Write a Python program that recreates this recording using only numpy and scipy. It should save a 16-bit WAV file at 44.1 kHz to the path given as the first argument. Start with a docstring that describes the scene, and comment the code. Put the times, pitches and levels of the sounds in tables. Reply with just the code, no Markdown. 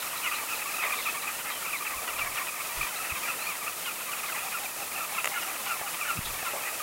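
"""A waterhole in dry bush: small birds chatter throughout in short falling chirps, over a herd's wash and a steady hiss.
The first three seconds carry double pips, two splashes and a whistle; a second whistle follows at about 3.4 s.
Soft camera bumps come near 2, 3.1 and 6.2 s. From about 4.4 s come far hoots and a bird's repeated yelps,
then camera clicks, hollow knocks and a last splash. Squawks and screeches are dotted throughout. Calls are gliding
tones; water, herd, screeches and hiss are filtered noise; knocks and clicks ring; noise tails echo banks and trees."""
import sys
import numpy as np
from scipy import signal
from scipy.fft import rfft, irfft
from scipy.io import wavfile

SR = 44100
rng = np.random.default_rng(int(sys.argv[2]) if len(sys.argv) > 2 else 0)


def int16_out(signal):
    """Quantize to a 16-bit WAV file."""
    q = np.round(np.clip(np.atleast_2d(signal).T, -1, 1) * 32767)
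    wavfile.write(sys.argv[1], SR, q.astype(np.int16))


N = 300762  # length in samples, about 6.8 s


def undb(db):
    """Turn decibels into a gain."""
    return 10 ** (np.asarray(db) / 20)


def unit(x):
    """Scale a sound to an average (rms) level of 1."""
    return x / np.sqrt(np.mean(x ** 2))


def curve(rows):
    """Join (time_s, value) rows by straight lines."""
    return np.interp(np.arange(N) / SR, *np.transpose(rows))


def colour(x, points):
    """Filter a sound by (frequency_hz, gain_db) points, joined along a logarithmic frequency scale."""
    hz, db = np.transpose(points)
    bins_hz = np.maximum(np.fft.rfftfreq(len(x), 1 / SR), 1)
    gain = undb(np.interp(np.log(bins_hz), np.log(hz), db))
    return irfft(rfft(x) * gain, len(x))


def coloured_noise(points):
    """Steady random noise of one colour, at an average level of 1."""
    return unit(colour(rng.standard_normal(N), points))


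def walk(rate_hz, size=N):
    """Wander at random, with straight lines between `rate_hz` new values a second."""
    steps = np.arange(size) / SR * rate_hz
    own_rng = np.random.default_rng(rng.integers(2 ** 31))
    knots = own_rng.standard_normal(int(steps[-1]) + 2)
    return np.interp(steps, np.arange(len(knots)), knots)


def add(track, start_s, sound):
    """Mix a sound into the track, dropping whatever lies outside it."""
    start = int(start_s * SR)
    lo, hi = max(start, 0), min(start + len(sound), N)
    if hi > lo:
        track[lo:hi] += sound[lo - start:hi - start]


def swells(rows):
    """Loudness outline of smooth swells from (middle_s, length_s, level_db) rows."""
    envelope = np.zeros(N)
    for middle_s, length_s, db in rows:
        add(envelope, middle_s - length_s / 2, undb(db) * np.hanning(int(length_s * SR)))
    return envelope


def bursts(rows, points):
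    """Noise that starts suddenly and dies away, from (start_s, level_db, decay_s) rows."""
    envelope, t = np.zeros(N), np.arange(SR // 4) / SR
    for start_s, db, decay_s in rows:
        add(envelope, start_s, undb(db) * np.exp(-t / decay_s))
    return envelope * coloured_noise(points)


def note(start_hz, end_hz, length_s, partial_db, waver=0, rough_db=0, arch=0):
    """A gliding, arched tone that swells and fades; a hoarse throat shakes its pitch and level."""
    u = np.linspace(0, 1, max(int(length_s * SR), 2))  # progress through the note
    arc = np.sin(np.pi * u)
    glide_hz = start_hz * (end_hz / start_hz) ** u
    hz = glide_hz * (1 + arch * arc + waver * walk(328.4, len(u)))
    phase = 2 * np.pi * np.cumsum(hz) / SR
    swell = arc * undb(rough_db * walk(231, len(u)))
    # partial k vibrates k times as fast as the first
    partials = [undb(db) * np.sin(k * phase) for k, db in enumerate(partial_db, 1)]
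    return swell * sum(partials)


def scatter(x, t60_s, wet_db):
    """Add a diffuse echo: random reflections that fall by 60 dB in t60_s."""
    t = np.arange(SR // 2) / SR
    tail = rng.standard_normal(len(t)) * np.exp(-np.log(1000) * t / t60_s)
    echo = signal.fftconvolve(x, tail / np.linalg.norm(tail))[:N]
    return x + undb(wet_db) * echo


def whine(pitch_hz=6606, level_db=-63):
    """A very faint, steady electronic whine: a pure tone and its octave."""
    phase = 2 * np.pi * pitch_hz * np.arange(N) / SR
    return undb(level_db) * (np.sin(phase) + np.sin(2 * phase))


# Colour of the microphone hiss: frequency_hz, density_db (per Hz)
HISS_COLOUR = [(1500, -85), (4500, -30.5), (6500, 9.5), (9500, 15), (13000, 11.5), (15500, 8.5)]


def hiss(level_db=-41, side_db=-25):
    """Bright, even microphone hiss: one noise in both channels, and a little that is opposite in the two."""
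    mid, side = coloured_noise(HISS_COLOUR), coloured_noise(HISS_COLOUR)
    both = mid + undb(side_db) * side * np.array([[1], [-1]])
    low_cut = signal.butter(2, 900, "high", fs=SR, output="sos")
    return undb(level_db) * signal.sosfilt(low_cut, both)


# Colour of the herd and the open bush: frequency_hz, density_db (per Hz)
HERD_COLOUR = [(25, -15), (70, -15), (185, -7.5), (420, -5), (620, -0.5), (2500, -8), (10000, -8.5)]
# Splashes at the water's edge: start_s, level_db, decay_s
SPLASHES = [(.835, -42.5, 0.17), (2.017, -41.5, 0.19), (6.535, -34, 0.058)]


def herd(level_db=-38):
    """Far hooves and stirred water blur into a flickering noise wash, with a few clearer splashes."""
    flicker = undb(1.5 * walk(40))
    wash = unit(colour(rng.standard_normal(N) * flicker, HERD_COLOUR))
    splashes = bursts(SPLASHES, [(150, -14), (620, 25), (8000, -35)])
    return undb(level_db) * wash + splashes


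# Rings of the camera casing: pitch_hz, level_db
CASING = [(900, -30), (1450, -21), (2050, -19.5), (2700, -20.5), (7350, -31)]
# Dry clicks on the camera: start_s, casing_gain_db, snap_gain_db
CLICKS = [(5.2446, 1, -1), (5.2563, -1, -5), (5.2579, -4, -2), (5.2715, -7, -18), (5.2744, -1, -8)]
# Colour of the bright snap of contact: frequency_hz, gain_db
SNAP_COLOUR = [(1500, -20), (7400, -4), (15000, -13)]


def camera_clicks(decay_s=.0011):
    """Each click makes the casing ring and adds a bright snap: a filtered pulse with a very short noisy tail."""
    rings, snaps = np.zeros((2, N))
    t = np.arange(SR // 50) / SR
    ring = sum(undb(db) * np.sin(2 * np.pi * hz * t) * np.exp(-t / decay_s) for hz, db in CASING)
    low_cut = signal.butter(2, 600, "high", fs=SR, output="sos")
    ring = signal.sosfilt(low_cut, ring)
    for start_s, casing_db, snap_db in CLICKS:
        add(rings, start_s, undb(casing_db) * ring)
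        add(snaps, start_s, undb([snap_db]))  # a pulse of one sample
    bright_snaps = colour(scatter(snaps, t60_s=.01, wet_db=0), SNAP_COLOUR)
    return scatter(rings, t60_s=.03, wet_db=-10) + bright_snaps


# Soft bumps on the camera body: middle_s, pitch_hz, length_s, level_db
BUMPS = [(1.974, 53.7, 0.06, -48), (3.127, 72, 0.032, -38), (6.175, 179.6, 0.049, -39),
         (6.191, 102, 0.017, -29.5)]
# Rumbles as the grip shifts on the camera: middle_s, length_s, level_db
RUMBLES = [(2.23, 0.4, -50.5), (2.8, 0.15, -43), (6.29, 0.32, -48)]
# Colour of the rumbles: frequency_hz, density_db (per Hz)
RUMBLE_COLOUR = [(45, 0), (130, -4.5), (600, -67)]


def camera_grip():
    """Dull bumps are short, wavering low tones; the shifting grip makes swells of low noise."""
    bumps = np.zeros(N)
    for middle_s, hz, length_s, db in BUMPS:
        bump = note(hz, hz, length_s, [db, db - 6], waver=.25, rough_db=2)
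        add(bumps, middle_s - length_s / 2, bump)
    return bumps + swells(RUMBLES) * coloured_noise(RUMBLE_COLOUR)


# Short hollow knocks: start_s, pitch_hz, level_db
KNOCKS = [(5.555, 726, -36), (5.8138, 724, -27), (6.429, 720, -27.5)]


def knocks(decay_s=.0036, tick_hz=1710, tick_db=-1):
    """Hollow knocks: a low ring of a few cycles with a higher tick that dies twice as fast."""
    out, t = np.zeros(N), np.arange(SR // 20) / SR
    tick = undb(tick_db) * np.sin(2 * np.pi * tick_hz * t) * np.exp(-2 * t / decay_s)
    for start_s, hz, db in KNOCKS:
        ring = np.sin(2 * np.pi * hz * t) * np.exp(-t / decay_s)
        add(out, start_s, undb(db) * (ring + tick))
    return scatter(out, t60_s=.06, wet_db=-8)


# A far bird's run of hoots: first_s, period_s, pitch_hz (each hoot varies around it)
HOOTS = (4.405, .173, 670)


def hoots(level_db=-45):
    """Nine soft, arched tones at an even pace, blurred by a strong echo."""
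    out = np.zeros(N)
    first_s, period_s, hz = HOOTS
    for i, pitch in enumerate(hz * np.exp(.03 * rng.standard_normal(9))):
        hoot = note(pitch, pitch, .1, [level_db], waver=.04, rough_db=3, arch=.2)
        add(out, first_s + i * period_s, hoot)
    return scatter(out, t60_s=.3, wet_db=-4)


# Double pips of a thin-voiced bird: middle_s
PIPS = [.009, 0.168, .346, .547, .758, .99, 1.222, 1.505, 1.774, 2.962]
# Slurred whistles: middle_s, start_hz, end_hz, length_s, arch (share of the pitch), level_db
WHISTLES = [(1.555, 3200, 2680, .115, .07, -41.5), (3.435, 3380, 4150, .165, .13, -44)]


def pips_and_whistles(pip_db=-39):
    """Pairs of steep falling pips and thin, slurred whistles, each a single gliding tone."""
    out = np.zeros(N)
    for middle_s in PIPS:
        add(out, middle_s - .006, note(4200, 3600, .011, [pip_db], rough_db=3))
        add(out, middle_s + .005, note(4550, 3550, .014, [pip_db], rough_db=3))
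    for middle_s, start_hz, end_hz, length_s, arch, db in WHISTLES:
        whistle = note(start_hz, end_hz, length_s, [db], waver=.006, rough_db=3.5, arch=arch)
        add(out, middle_s - length_s / 2, whistle)
    return scatter(out, t60_s=.2, wet_db=-8)


# Harsh screeches: middle_s, length_s, level_db
SCREECHES = [(0.842, .09, -43), (1.028, 0.37, -44.5), (2.84, .08, -48), (3.867, .05, -45),
             (4.275, 0.084, -44), (6.267, 0.094, -41)]
# Colour of the screeches: frequency_hz, density_db (per Hz)
SCREECH_COLOUR = [(1200, -27), (2300, -14), (3600, 11.5), (9000, -31)]


def screeches():
    """Harsh, pitchless scolding: breathy noise chopped by a fast, uneven flutter."""
    flutter = undb(3 * walk(220))
    breath = unit(colour(rng.standard_normal(N) * flutter, SCREECH_COLOUR))
    return swells(SCREECHES) * breath


# Partials of a squawk, from the lowest up: level_db
SQUAWK_PARTIALS_DB = [-22, -2, -3.5, 0, 2, 1, -1]


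def squawk(hz, length_s, bend=.93):
    """A hoarse call with many partials that ends at `bend` times its starting pitch."""
    return note(hz, hz * bend, length_s, SQUAWK_PARTIALS_DB, waver=.07, rough_db=4)


# Slowly rising and falling murmur of the far flock: time_s, level_db
MURMUR = [(0, -35), (1.06, -39), (2.7, -38), (3.1, -38), (3.89, -40.5), (4.29, -36), (4.8, -40.5),
          (5.36, -37.5)]


def flock_level(join_db=-9.5, join_s=.15):
    """The far flock's murmur slowly rises and falls, and swells around each near chirp and yelp."""
    # doubling the decibels turns a level into a power
    joining = [(middle_s, join_s, 2 * (db + join_db)) for middle_s, *_, db in CHIRPS + YELPS]
    return np.sqrt(undb(curve(MURMUR)) ** 2 + swells(joining))


# Colour of the flock across the water: frequency_hz, gain_db
FLOCK_COLOUR = [(400, -19.5), (750, -4.5), (1050, -1), (1280, -3.5), (1520, -7), (1800, 1.5), (2600, -5.5),
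                (3100, -6.5)]


def far_flock(count=480, chirp_hz=1280, squawk_hz=471.4, squawk_db=-9, rasp_db=-6):
    """Hundreds of short calls overlap, every fourth a squawk; the farthest blur into a noisy rasp."""
    out = np.zeros(N)
    starts_s = (np.arange(count) + rng.random(count)) / count * N / SR
    birds = rng.standard_normal((count, 4))
    for i, (start_s, (pitch, size, loud, beak)) in enumerate(zip(starts_s, birds)):
        length_s = .021 * np.exp(.3 * size - .1)
        if i % 4:
            hz = chirp_hz * np.exp(.07 * pitch)
            # a wider beak favours the octave over the fundamental
            partial_db = [-1.6 * beak, 1.6 * beak]
            call = note(hz * 1.1, hz / 1.1, length_s, partial_db, waver=.02, rough_db=2)
        else:
            call = undb(squawk_db) * squawk(squawk_hz * np.exp(.12 * pitch), 3 * length_s)
        add(out, start_s, undb(2.2 * loud) * call)
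    chatter = unit(scatter(out, t60_s=.2, wet_db=-6))
    rasp = coloured_noise(FLOCK_COLOUR)
    flock = unit(colour(chatter, FLOCK_COLOUR) + undb(rasp_db) * rasp)
    return flock * flock_level()


# Squawks that stand out of the flock: middle_s, bend (end pitch over start pitch),
# level_db (before the echo and the flock's colour)
SQUAWKS = [(0.849, .93, -34), (1.479, 1.16, -37.5), (2.253, 0.79, -40), (2.4, .93, -40),
           (5.35, 1.06, -38.5), (6.675, 1.04, -38)]


def loud_squawks(pitch_hz=395, length_s=.074):
    """A few deeper squawks, sagging or rising, carry across the water above the rest."""
    out = np.zeros(N)
    for (middle_s, bend, db), pitch in zip(SQUAWKS, rng.standard_normal(len(SQUAWKS))):
        call = unit(squawk(pitch_hz * np.exp(.05 * pitch), length_s, bend))
        add(out, middle_s - length_s / 2, undb(db) * call)
    return colour(scatter(out, t60_s=.15, wet_db=-3), FLOCK_COLOUR)


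def chirp(hz, length_s, octaves, low_db, octave_db, waver=.028, rough_db=3.3):
    """A fundamental and its octave fall together, passing `hz` halfway down."""
    half = 2 ** (octaves / 2)
    return note(hz * half, hz / half, length_s, [low_db, octave_db], waver=waver, rough_db=rough_db)


# Nearer chirps: middle_s, pitch_hz, length_s, fall_octaves, level_db (before beak, throat and echo)
CHIRPS = [(0.258, 1414, 0.059, 0.3, -34), (0.261, 1100, 0.094, 0.48, -32), (0.324, 1233, 0.046, 0.27, -33),
          (0.333, 1338, 0.046, 0.4, -34.5), (0.361, 1240, 0.034, 0.2, -36), (0.509, 1283, 0.051, 0.05, -36),
          (0.533, 1280, 0.056, 0.4, -30.5), (0.616, 1304, 0.025, 0.27, -34.5),
          (0.694, 1272, 0.02, 0.21, -33), (0.747, 1243, 0.021, 0.05, -31.5), (0.799, 1277, 0.03, 0.23, -35),
          (0.813, 1260, 0.043, 0.2, -30.0), (0.844, 1040, 0.074, 0.52, -32.5),
          (0.87, 1249, 0.028, 0.042, -29.5), (0.929, 1235, 0.022, 0.093, -26.5),
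          (0.983, 1194, 0.064, 0.5, -34.0), (1.068, 1236, 0.041, 0.4, -29.5),
          (1.096, 1260, 0.025, 0.14, -34), (1.178, 1220, 0.032, 0.4, -30.5), (1.28, 1265, 0.033, 0.14, -31),
          (1.667, 1274, 0.033, 0.36, -33.5), (1.745, 1175, 0.062, 0.55, -32),
          (1.872, 1266, 0.022, 0.37, -29.5), (2.101, 1257, 0.041, 0.65, -32.5),
          (2.193, 1353, 0.03, 0.1, -33), (2.224, 1170, 0.039, 0.064, -32),
          (2.381, 1345, 0.025, 0.33, -28.5), (2.487, 1257, 0.043, 0.05, -35),
          (2.612, 1252, 0.019, 0.27, -33), (2.814, 1238, 0.019, 0.44, -29), (2.833, 1200, 0.016, 0.24, -28),
          (3.02, 1248, 0.049, 0.41, -36), (3.108, 1230, 0.037, 0.41, -32.5),
          (3.24, 1238, 0.017, 0.31, -33.5), (3.256, 1177, 0.012, 0.088, -31),
          (3.299, 1334, 0.048, 0.18, -30), (3.422, 1295, 0.029, 0.33, -30.5),
          (3.475, 1230, 0.031, 0.21, -32.5), (3.506, 1146, 0.047, 0.444, -33.5),
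          (3.682, 1330, 0.019, 0.1, -31.5), (3.874, 1463, 0.068, 0.37, -33),
          (3.9, 1257, 0.071, 0.057, -38.5), (4.02, 1323, 0.029, 0.4, -38), (4.137, 1272, 0.02, 0.43, -30),
          (4.29, 1046, 0.037, 0.24, -38), (4.387, 1310, 0.026, 0.3, -34), (4.462, 1290, 0.019, 0.28, -37),
          (4.66, 1220, 0.031, 0.4, -36), (4.961, 1310, 0.021, 0.29, -32.5),
          (5.192, 1300, 0.038, 0.23, -28.5), (5.43, 1390, 0.049, 0.11, -38), (5.478, 1285, 0.03, 0.42, -37),
          (5.693, 1323, 0.065, 0.44, -33.5), (5.878, 1366, 0.046, 0.45, -36.5),
          (5.997, 1411, 0.021, 0.05, -38.5), (6.022, 1205, 0.047, 0.45, -31.0),
          (6.05, 1260, 0.026, 0.34, -36)]
# Yelps of one rounder-voiced bird: middle_s, pitch_hz, level_db (before throat and echo)
YELPS = [(4.562, 1338, -32), (5.025, 1292, -31.5), (5.378, 1366, -30), (5.721, 1350, -29.5),
         (6.106, 1371, -27.5), (6.481, 1342, -31.5)]
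# Fixed resonances of throat and beak: frequency_hz, gain_db
THROAT = [(950, -14), (1130, -5), (1290, 0), (1400, -1), (1550, -8), (1950, 0), (2550, -1.2), (3100, -3)]


def near_birds(yelp_s=.072, yelp_fall_octaves=.32):
    """Raspy falling chirps and smoother yelps glide through the fixed resonances of throat and beak."""
    out = np.zeros(N)
    beaks = rng.uniform(-1.56, 1, len(CHIRPS))  # each call tips the balance of fundamental and octave
    for (middle_s, hz, length_s, fall, db), beak in zip(CHIRPS, beaks):
        call = chirp(hz, length_s, fall, low_db=db - 3 + 2 * beak, octave_db=db - beak)
        add(out, middle_s - length_s / 2, call)
    for middle_s, hz, db in YELPS:
        call = chirp(hz, yelp_s, yelp_fall_octaves, db, db - 5.5, waver=.014, rough_db=2)
        add(out, middle_s - yelp_s / 2, call)
    # early echoes overlap the glide and break it into beads
    return scatter(colour(out, THROAT), t60_s=.13, wet_db=-9)


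def scene():
    """Mix all sources; only the hiss differs between the two channels."""
    camera = whine() + hiss() + camera_clicks() + camera_grip()
    other_birds = hoots() + pips_and_whistles() + screeches() + loud_squawks()
    return camera + herd() + knocks() + other_birds + far_flock() + near_birds()


def record(dry):
    """The recorder cuts steeply above 15800 Hz."""
    top_cut = signal.ellip(12, .1, 70, 15800, fs=SR, output="sos")
    return signal.sosfilt(top_cut, dry)


dry = scene()
out = record(dry)
int16_out(out)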